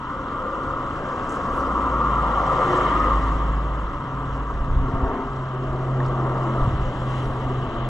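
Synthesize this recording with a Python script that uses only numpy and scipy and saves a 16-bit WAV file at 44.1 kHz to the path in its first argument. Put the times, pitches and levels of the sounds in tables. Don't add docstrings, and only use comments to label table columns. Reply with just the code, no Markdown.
import sys
import numpy as np
from scipy import signal
from scipy.fft import rfft, irfft
from scipy.io import wavfile
from scipy.ndimage import uniform_filter1d

SR = 44100
rng = np.random.default_rng(int(sys.argv[2]) if len(sys.argv) > 2 else 0)


def pcm_store(signal):
    levels = np.round(np.clip(np.atleast_2d(signal), -1, 1) * 32767)
    wavfile.write(sys.argv[1], SR, levels.astype(np.int16).T)


N = 347933
TIME = np.arange(N) / SR

# time in seconds, delay in ms, strength as a share of the direct sound.
WALL_ECHO = [(3, 7.4, 0.03), (4, 6.9, 0.18), (5, 7.5, 0.18), (5.7, 8, 0.42), (6.35, 8.59, 0.29),
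             (6.9, 10.15, 0.32), (7.89, 8.5, 0.33)]
# time in seconds, delay in ms, strength as a share.
NEAR_ECHO = [(3.9, 3.9, 0.17), (4.5, 4.25, 0.2), (5.1, 4.44, 0.34), (5.6, 5.3, 0.26), (5.85, 3.7, 0),
             (7.1, 4.7, 0), (7.5, 4.26, 0.33), (7.89, 4.6, 0.26)]


def gain_of(db):
    return 10 ** (np.asarray(db) / 20)


def evened(x):
    return x / np.sqrt(np.mean(x ** 2) + 1e-20)


def read(points, hz):
    f, *columns = np.transpose(points)
    return [np.interp(np.log(hz + 1), np.log(f + 1), c) for c in columns]


def follow(rows, t):
    s, *columns = np.transpose(rows)
    return [np.interp(t, s, c) for c in columns]


def level(rows):
    return gain_of(follow(rows, TIME)[0])


def together(*gains):
    return np.sqrt(sum(g ** 2 for g in gains))


def swells(rows):
    gains = []
    for s, rise, fall, db in rows:
        width = np.where(TIME < s, rise, fall)
        gains.append(gain_of(db) * np.exp(-((TIME - s) / width) ** 2 / 2))
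    return together(*gains)


def step(s, ramp_s):
    return (1 + np.tanh((TIME - s) / ramp_s)) / 2


def present(rows):
    return np.clip(np.minimum(TIME - rows[0][0], rows[-1][0] - TIME) * 20, 0, 1)


def drift(rate_hz):
    hz = np.fft.rfftfreq(N, 1 / SR)
    return evened(irfft(rfft(rng.standard_normal(N)) / (1 + (hz / rate_hz) ** 4), N))


def add(mix, s, sound):
    part = mix[round(s * SR):][:len(sound)]
    part += sound[:len(part)]


def wavering_phase(hz, waver, waver_hz):
    return 2 * np.pi * np.cumsum(hz * (1 + waver * drift(rate_hz=waver_hz))) / SR


def tone(rows, waver, waver_hz):
    hz, db = follow(rows, TIME)
    return gain_of(db) * present(rows) * np.sin(wavering_phase(hz, waver, waver_hz))


def overtones(orders, phase):
    return sum(gain_of(db) * np.sin(round(k) * phase + 2 * np.pi * rng.random()) for k, db in orders)


def comb(echo, t, hz, fade_hz=1150):
    delay_ms, strength = follow(echo, t)
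    back = strength[:, None] / (1 + (hz / fade_hz) ** 4)
    turn = np.exp(-2j * np.pi * np.outer(delay_ms, hz) / 1000)
    return abs(1 + back * turn) / np.sqrt(1 + back ** 2)


def rush(colour, gain, patchy_db, upper_gain=None, split_hz=None, echoes=(), doppler=None, size=1024):
    # frequency in Hz, left minus right in dB, left lead in radians,
    # share unrelated between them in dB.
    ports = [(100, -0.5, 0.25, -19), (300, 1.2, 0.01, -18.5), (700, 3, 0.4, -18.5), (1150, 2, 0.49, -14),
             (1550, -1.5, 1, -10), (1900, 2.5, 0.74, -4), (2280, 1, -1.2, 0), (2670, 5.5, -2.5, -3),
             (3200, 10.5, -1, -11), (3570, 10, -2, -9), (4300, 5.5, 2, -2.5), (5100, 0, -0.57, -13.5),
             (8160, 0, 0, -19), (9730, 3, 1.5, -3)]
    hop = size // 4
    hz, t = np.fft.rfftfreq(size, 1 / SR), np.arange(N // hop + 5) * hop / SR
    in_band = (hz < 1.5 * colour[-1][0]) * (hz > colour[0][0] / 2)
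    shape = gain_of(read(colour, hz)[0]) * in_band
    shape = shape / np.linalg.norm(shape)
    if doppler:
        shape = np.interp(hz / follow(doppler, t)[0][:, None], hz, shape)
    gain = np.interp(t, TIME, gain)[:, None]
    if split_hz:
        lower = 1 / (1 + (hz / split_hz) ** 10)
        low, high = (np.sqrt(part / (part @ shape ** 2)) for part in (lower, 1 - lower))
        gain = together(gain * low, np.interp(t, TIME, upper_gain)[:, None] * high)
    for echo in echoes:
        shape = shape * comb(echo, t, hz)

    a, b, c, d, patches = rng.standard_normal((len(t), len(hz), 5)).T.swapaxes(1, 2)
    shared, unrelated = a + 1j * b, c + 1j * d
    patches = uniform_filter1d(patches, size=6, axis=0)
    patches = evened(uniform_filter1d(patches, size=12, axis=1))

    balance_db, lead, apart_db = read(ports, hz)
    same = np.sqrt(1 - np.minimum(gain_of(apart_db), 1) ** 2)
    left, right = gain_of(balance_db / 2), gain_of(-balance_db / 2)
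    centre = np.sqrt(left ** 2 + right ** 2 + 2 * same * np.cos(lead)) / 2
    other = (same * shared + np.sqrt(1 - same ** 2) * unrelated) * np.exp(-1j * lead)
    frames = np.array([left * shared, right * other]) / centre
    frames = frames * shape * gain * gain_of(patchy_db * patches)
    sound = signal.istft(frames.swapaxes(1, 2), nperseg=size, noverlap=size - hop)[1][:, :N]
    return sound * np.sqrt(3 / 2)


def pass_by(nearest_s, peak_db, spread, behind_db_per_s):
    closing_m_per_s, gap_m = 8.3, 2.36
    distance = np.hypot(closing_m_per_s * (TIME - nearest_s), gap_m)
    behind_db = behind_db_per_s * np.maximum(TIME - nearest_s, 0)
    return gain_of(peak_db - behind_db) * (gap_m / distance) ** spread


def lane(steady_db, swell_db):
    # peak in seconds, rise and fall in seconds, level in dB above swell_db.
    road_swells = [(5.11, 0.25, 0.11, -0.5), (6.36, 0.26, 0.2, 0.5), (6.62, 0.12, 0.056, -2)]
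    return together(gain_of(steady_db), gain_of(swell_db) * swells(road_swells))


def tread_roar():
    # Hz, relative density in dB per Hz.
    roar_colour = [(780, -27), (850, -17), (900, -5), (980, -3), (1060, -3), (1160, 0), (1250, -2.5),
                   (1370, -7.5), (1490, -25), (1700, -43)]
    car_colour = [(780, -25), (860, -14.5), (920, -6.5), (990, -3), (1060, -2.5), (1160, 1), (1240, -1.5),
                  (1340, -4), (1430, -11.5), (1520, -25.5), (1700, -38)]
    # seconds, pitch factor.
    pitch_shift = [(0, 1.073), (1.2, 1.014), (2.4, 0.99), (2.85, 1.012), (3.1, 0.97), (4.5, 1.03)]
    # seconds, level in dB before the closing fade.
    car_roar = [(0, -37), (.6, -30.5), (1.15, -35), (1.47, -31), (1.62, -26), (2.25, -23), (2.42, -24),
                (2.62, -22), (3.12, -25), (3.3, -29.5), (3.6, -34.5), (4.4, -36)]
    car_gain = level(car_roar) * (1 - step(car_roar[-1][0], ramp_s=0.23))
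    car = rush(car_colour, car_gain, patchy_db=0.55, doppler=pitch_shift, size=2048)
    lane_gain = lane(steady_db=-35, swell_db=-31.5)
    beyond = rush(roar_colour, lane_gain, patchy_db=0.5, echoes=(WALL_ECHO, NEAR_ECHO), size=2048)
    return car + beyond


def tread_hiss():
    # frequency in Hz, relative density in dB per Hz.
    hiss_colour = [(1350, -6), (1520, -2.5), (1700, 0.5), (1950, 2), (2100, -2.5), (2450, -18), (2850, -8),
                   (3200, -9), (3550, -17.5), (3950, -18.5), (4500, -28.5), (5200, -40)]
    # peak in seconds, rise and fall in seconds, level in dB.
    barrier_hiss = [(5.12, 0.05, 0.082, -45.5)]
    upper_hiss = [(6.78, .08, 0.074, -52.5), (7.18, 0.088, .05, -49), (7.85, .17, .2, -53)]
    near = step(6.25, ramp_s=0.45)
    low = together(pass_by(nearest_s=2.93, peak_db=-35.5, spread=0.99, behind_db_per_s=11.0),
                   lane(steady_db=-51.0 + 2.8 * near, swell_db=-52.5),
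                   swells(barrier_hiss))
    high = together(pass_by(nearest_s=2.85, peak_db=-44.0, spread=0.81, behind_db_per_s=6.0),
                    lane(steady_db=-56.0 + 5.1 * near, swell_db=-67.0),
                    swells(upper_hiss))
    return rush(hiss_colour, low, patchy_db=1.14, upper_gain=high, split_hz=2520)


def tread_note():
    # seconds, pitch in Hz before its waver, level in dB before flutter and balance.
    note_path = [(0, 1165, -39), (.6, 1198, -33.5), (1.05, 1135, -44), (1.2, 1130, -31), (1.42, 1118, -35),
                 (1.65, 1157, -32), (2.25, 1175, -28.5), (2.83, 1179, -26), (3.02, 1265, -26),
                 (3.11, 1203, -21), (3.17, 1195, -34), (3.4, 1185, -32.5), (3.55, 1175, -49)]
    flutter = 1 + 0.4 * drift(rate_hz=55)
    balance = gain_of([[1], [-1]])
    return tone(note_path, waver=0.01102, waver_hz=40.3) * flutter * balance


def opening():
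    return gain_of(-4.5 * np.exp(-(TIME / 0.18) ** 2))


def road_rumble():
    # frequency in Hz, relative density in dB per Hz.
    rumble_colour = [(110, -11), (155, -2.5), (205, 0), (245, 0), (305, 1.9), (400, -1), (455, -4.5),
                     (530, -3), (660, -4), (750, -6), (840, -9), (1000, -21)]
    # seconds, delay in ms, strength.
    ground_echo = [(0, 0.79, 0.5), (1, 0.57, 0.23), (1.8, 0.55, 0.16), (2.2, 0.97, 0.33), (2.5, 1.37, 0.28),
                   (2.72, 2.75, 0.093), (3.1, 3.6, 0.15), (3.5, 2.4, 0.045)]
    # peak in seconds, rise and fall in seconds, level in dB.
    car_in_cutting = [(1.7, 0.43, 0.75, -34)]
    walled = step(5.6, ramp_s=0.12)
    low = together(pass_by(nearest_s=3.02, peak_db=-31.5, spread=0.89, behind_db_per_s=15.5),
                   lane(steady_db=-38.5 + 3.5 * walled, swell_db=-34.5),
                   swells(car_in_cutting))
    high = together(pass_by(nearest_s=2.75, peak_db=-28, spread=0.58, behind_db_per_s=12.0),
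                    lane(steady_db=-40.0 + 3.86 * walled, swell_db=-34.5))
    echoes = (ground_echo, WALL_ECHO, NEAR_ECHO)
    rumble = rush(rumble_colour, low, patchy_db=0.84, upper_gain=high, split_hz=430, echoes=echoes, size=4096)
    return rumble * opening()


def tyres():
    flutter = gain_of(0.24 * drift(rate_hz=51))
    return (tread_roar() + tread_hiss()) * flutter + tread_note() + road_rumble()


def far_engine():
    # seconds, firing rate in Hz.
    hum_pitch = [(0, 134.8), (2, 133.9), (3.6, 132.3), (4.75, 132.7), (6, 130.4), (7.15, 128),
                 (7.89, 126.7)]
    # multiple of the firing rate, level in dB relative to the hum level.
    hum_orders = [(1, -3), (3, -30)]
    # seconds, level in dB.
    hum_level = [(0, -36.5), (.8, -31.5), (1.5, -37.5), (2.05, -30), (2.7, -30.5), (3.55, -29),
                 (4.25, -27.5), (5.4, -22.5), (5.7, -24), (6.0, -15.5), (6.17, -20), (6.45, -18.5),
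                 (6.7, -21.5), (7.2, -20), (7.89, -21.5)]
    # centre in seconds, half width in seconds, depth in dB.
    hum_dips = [(.12, .06, 9), (.53, 0.14, 13.5), (1.25, 0.046, 10), (1.72, 0.11, 17), (2.37, 0.12, 13),
                (3.15, 0.18, 18), (3.9, 0.13, 9.5), (4.49, 0.086, 8.5), (4.91, 0.036, 6), (5.16, 0.15, 15),
                (6.92, 0.053, 12), (7.35, 0.075, 5.5), (7.73, 0.061, 12)]
    # peak in seconds, rise and fall in seconds, level in dB.
    octave_swells = [(1.74, .14, 0.36, -36.5), (3.3, 0.11, 0.085, -35.5), (4.25, .2, .2, -44),
                     (5.03, 0.26, 0.224, -31), (7.54, 0.091, 0.052, -34)]
    hz, = follow(hum_pitch, TIME)
    phase = wavering_phase(hz, waver=0.0036, waver_hz=5.7)
    dips = gain_of(-sum(db * np.exp(-((TIME - s) / width) ** 2) for s, width, db in hum_dips))
    note = overtones(hum_orders, phase) * (1 + 0.066 * drift(rate_hz=6.4))
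    octave = np.sin(2 * phase + 0.45 * drift(rate_hz=5.3)) * (1 + 0.33 * drift(rate_hz=31))
    between_swells = gain_of(-45.5 + 3.1 * drift(rate_hz=2.6))
    return level(hum_level) * dips * note + together(between_swells, swells(octave_swells)) * octave


def wind():
    # frequency in Hz, relative density in dB per Hz.
    wind_colour = [(10, -13), (22, -1.5), (33, 0.5), (50, -1), (75, -5.5), (105, -6.5), (150, -12),
                   (230, -20.5), (500, -43)]
    # peak in seconds, rise and fall in seconds, level in dB.
    gusts = [(1.1, .35, 0.35, -39.5), (3.1, 0.084, .22, -31.5), (4.74, 0.13, 0.22, -25.5),
             (5.06, 0.038, 0.054, -29), (5.82, 0.12, .4, -35), (6.68, 0.07, 0.2, -26),
             (7.4, 0.5, 0.97, -32)]
    # centre in seconds, peak in dB, rate of the push and pull in Hz.
    buffets = [(4.617, -18.5, 30), (4.708, -18, 26), (4.771, -11, 42.4), (4.798, -18, 30), (4.822, -18, 50),
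               (4.941, -18, 95), (4.96, -21, 31.9), (5.039, -15.5, 48), (5.076, -23, 48), (5.099, -25, 60),
               (5.712, -22.5, 40), (6.629, -17, 26), (6.66, -17, 75), (6.678, -15.5, 110),
               (6.711, -18.5, 52), (6.743, -20, 65), (6.795, -20, 42), (6.832, -21, 48)]
    eddies, t = np.zeros(N), np.arange(-SR // 20, SR // 20) / SR
    for s, db, hz in buffets:
        u = 2 * np.pi * hz * t
        add(eddies, s + t[0], -gain_of(db) * u * np.exp((1 - u ** 2) / 2))
    breeze = gain_of(-36.5)
    return rush(wind_colour, together(breeze, swells(gusts)), patchy_db=1.5, size=4096) + eddies


def underpass():
    # frequency in Hz, relative density in dB per Hz.
    boom_colour = [(420, -18), (490, -5.5), (530, 1.5), (575, -6), (640, -25)]
    ring_colour = [(1350, -12), (1550, -2), (1700, -8.5), (1900, -24.5)]
    # seconds, level in dB.
    boom_level = [(0, -47), (.4, -38.5), (.8, -41.5), (1.3, -41), (1.8, -42), (2.25, -39), (2.52, -33),
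                  (2.75, -42), (3.1, -35.5), (3.5, -54)]
    ring_level = [(0, -53), (.85, -51), (1, -42), (1.45, -42), (1.7, -47)]
    boom = rush(boom_colour, level(boom_level), patchy_db=1.5, size=2048)
    return boom + rush(ring_colour, level(ring_level), patchy_db=1.0)


def grit():
    # frequency in Hz, relative density in dB per Hz.
    grit_colour = [(3700, -9), (4600, -5.5), (5200, -3), (5800, -2.5), (6500, -4.3), (7400, -4.5),
                   (8400, -12), (9300, -17), (10200, -24), (12100, -27), (14000, -41)]
    # peak in seconds, rise and fall in seconds, level in dB.
    spray = [(2.75, .07, 0.11, -58), (3.15, .12, .17, -60.5)]
    sand = [(1.42, 0.49, 0.42, -60), (6.95, 0.68, 0.6, -62.5), (7.18, 0.083, 0.093, -58.5)]
    car = together(pass_by(nearest_s=2.73, peak_db=-53.5, spread=0.92, behind_db_per_s=4.5), swells(spray))
    flicker = gain_of(0.95 * drift(rate_hz=7.9))
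    bicycle = together(gain_of(-65.5), swells(sand)) * flicker
    return rush(grit_colour, together(car, bicycle), patchy_db=2.0, size=512)


def freewheel():
    # seconds, clicks per second.
    pawl_rate = [(0, 20.5), (.4, 22), (.8, 27), (3.9, 27.7), (4.6, 28.5), (5.3, 32.2), (5.9, 33.3),
                 (7.89, 40.2)]
    # frequency in Hz, relative density in dB per Hz.
    pawl_colour = [(2500, -22), (2900, 1), (3300, -2), (3950, -3.5), (4600, -13.5), (5600, -12.5),
                   (7400, -17), (9000, -30), (12000, -37.5)]
    click_db, uneven_db, ring_s = -57.5, 1.5, .002
    teeth = np.floor(np.cumsum(follow(pawl_rate, TIME)[0]) / SR)
    strength = gain_of(click_db + uneven_db * np.clip(rng.standard_normal(N), -2, 2))
    clicks = np.diff(teeth, prepend=0) * strength
    u = np.arange(SR // 40) / SR / ring_s
    envelope = signal.oaconvolve(clicks, u * np.exp(1 - u))[:N]
    return rush(pawl_colour, np.ones(N), patchy_db=1.5, size=512) * envelope


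def crackles(size=8192):
    # start in seconds, level in dB before the envelope, centre in Hz, width in octaves,
    # decay in seconds.
    bursts = [(0.28, -47, 3400, 0.44, .004), (1.194, -43, 3200, 0.17, .003), (1.293, -46, 6740, 0.2, .018),
              (1.318, -51, 6600, .3, 0.035), (1.354, -51, 6960, 0.26, 0.013), (2.001, -37, 3150, .2, .003),
              (3.867, -47.5, 3200, 0.31, 0.0036), (5.221, -46, 3200, 0.26, 0.0031),
              (5.623, -48, 3300, 0.24, .003), (6.05, -40, 2980, 0.48, 0.0035),
              (6.059, -51, 4800, 0.51, 0.01), (6.082, -51, 6800, 0.19, 0.0039)]
    attack_cycles = 3.5
    out, t, hz = np.zeros(N), np.arange(size) / SR, np.fft.rfftfreq(size, 1 / SR)
    for s, db, centre_hz, width, decay in bursts:
        band = np.exp(-(np.log2((hz + 1) / centre_hz) / width) ** 2 / 2)
        burst = evened(irfft(rfft(rng.standard_normal(size)) * band))
        envelope = np.exp(-t / decay) * (1 - np.exp(-t * centre_hz / attack_cycles))
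        add(out, s, gain_of(db) * burst * envelope)
    return out


def fine_sand():
    # frequency in Hz, relative density in dB per Hz.
    sand_colour = [(6500, -11), (8000, 1), (10000, -2), (11000, -8), (12200, -5), (13800, -21)]
    # peak in seconds, rise and fall in seconds, level in dB before flicker.
    sprinkles = [(1.32, .035, .035, -66), (1.585, .055, .022, -66), (6.58, .04, .07, -73),
                 (7.18, .15, .25, -71)]
    flicker = gain_of(2 * drift(rate_hz=30))
    return rush(sand_colour, swells(sprinkles) * flicker, patchy_db=1.0, size=512)


def car_engine():
    # seconds, level in dB.
    exhaust = [(1.42, -33), (1.55, -25.5), (1.8, -26.5), (2.7, -20), (3.4, -19), (3.85, -19), (4.2, -22.5),
               (4.5, -24.5), (4.66, -31)]
    # seconds, firing rate in Hz.
    exhaust_pitch = [(1.4, 58.6), (1.8, 59.7), (2.0, 55.66), (2.4, 52.63), (3.3, 52.1), (4.2, 52.37),
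                     (4.7, 53.2)]
    # multiple of the firing rate, level in dB relative to the burr level.
    exhaust_orders = [(2, -1.5), (3, -1), (4, -9)]
    # seconds, level in dB.
    burr_level = [(1.4, -58), (2, -42.5), (2.5, -35), (3.1, -37), (3.7, -37.5), (4.7, -53)]
    # seconds, pitch in Hz, level in dB.
    whine = [(1.7, 364, -46), (2.3, 370, -46.5), (2.52, 368, -50), (2.57, 365, -33), (2.67, 362, -33),
             (2.705, 361, -24), (2.82, 360.5, -27.5), (2.87, 355, -35)]
    hz, = follow(exhaust_pitch, TIME)
    phase = wavering_phase(hz, waver=0.0041, waver_hz=10.7)
    uneven = 1 + 0.12 * np.sin(phase / 4)
    standing = together(np.sin(np.pi * (TIME - 2.69) / 1.35), gain_of(-20))
    fundamental = level(exhaust) * standing * np.sin(phase)
    burr = level(burr_level) * overtones(exhaust_orders, phase) * (1 + .3 * drift(rate_hz=11))
    return (fundamental + burr) * uneven * present(exhaust) + tone(whine, waver=.002, waver_hz=12)


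def faint_hum():
    # seconds, pitch in Hz, level in dB.
    hum_path = [(2.7, 174, -50), (3.3, 172.5, -39.5), (3.65, 172, -39), (4.0, 171.8, -44), (4.7, 171, -41)]
    return tone(hum_path, waver=0.0032, waver_hz=6.4)


def cutting():
    # frequency in Hz, relative density in dB per Hz.
    hollow_colour = [(310, -19.5), (345, 0), (370, 2.5), (398, -4.5), (440, -18), (570, -19), (640, -8),
                     (685, -4), (760, -20)]
    # peak in seconds, rise and fall in seconds, level in dB.
    hollow = [(5.1, .13, 0.12, -32.5), (6.25, 0.55, 0.3, -34.5), (7.55, 0.2, 0.27, -38)]
    # seconds, pitch factor.
    hollow_pitch = [(5.1, 1.08), (5.6, 1.025), (6.3, 0.95), (6.85, 0.86), (7.2, 1.08), (7.55, 1.05)]
    return rush(hollow_colour, swells(hollow), patchy_db=1.0, doppler=hollow_pitch, size=4096)


def knocks():
    # start in seconds, peak of the envelope in dB, pitch in Hz.
    hits = [(6.003, -26.5, 1780), (6.025, -40, 1850)]
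    out, t = np.zeros(N), np.arange(SR // 30) / SR
    u = t / 0.0018
    for s, db, hz in hits:
        add(out, s, gain_of(db) * (u * np.exp(1 - u)) ** 2 * np.sin(2 * np.pi * hz * t))
    return out


def scene():
    engines = (far_engine() + car_engine() + faint_hum()) * gain_of([[-.25], [.25]])
    road = tyres() + underpass() + grit() + fine_sand() + cutting()
    return road + engines + wind() + freewheel() + crackles() + knocks()


def record(dry):
    low_pass = signal.firwin(511, 14100, window=("kaiser", 9), fs=SR)
    return signal.oaconvolve(dry, low_pass[None], "same")


dry = scene()
out = record(dry)
pcm_store(out)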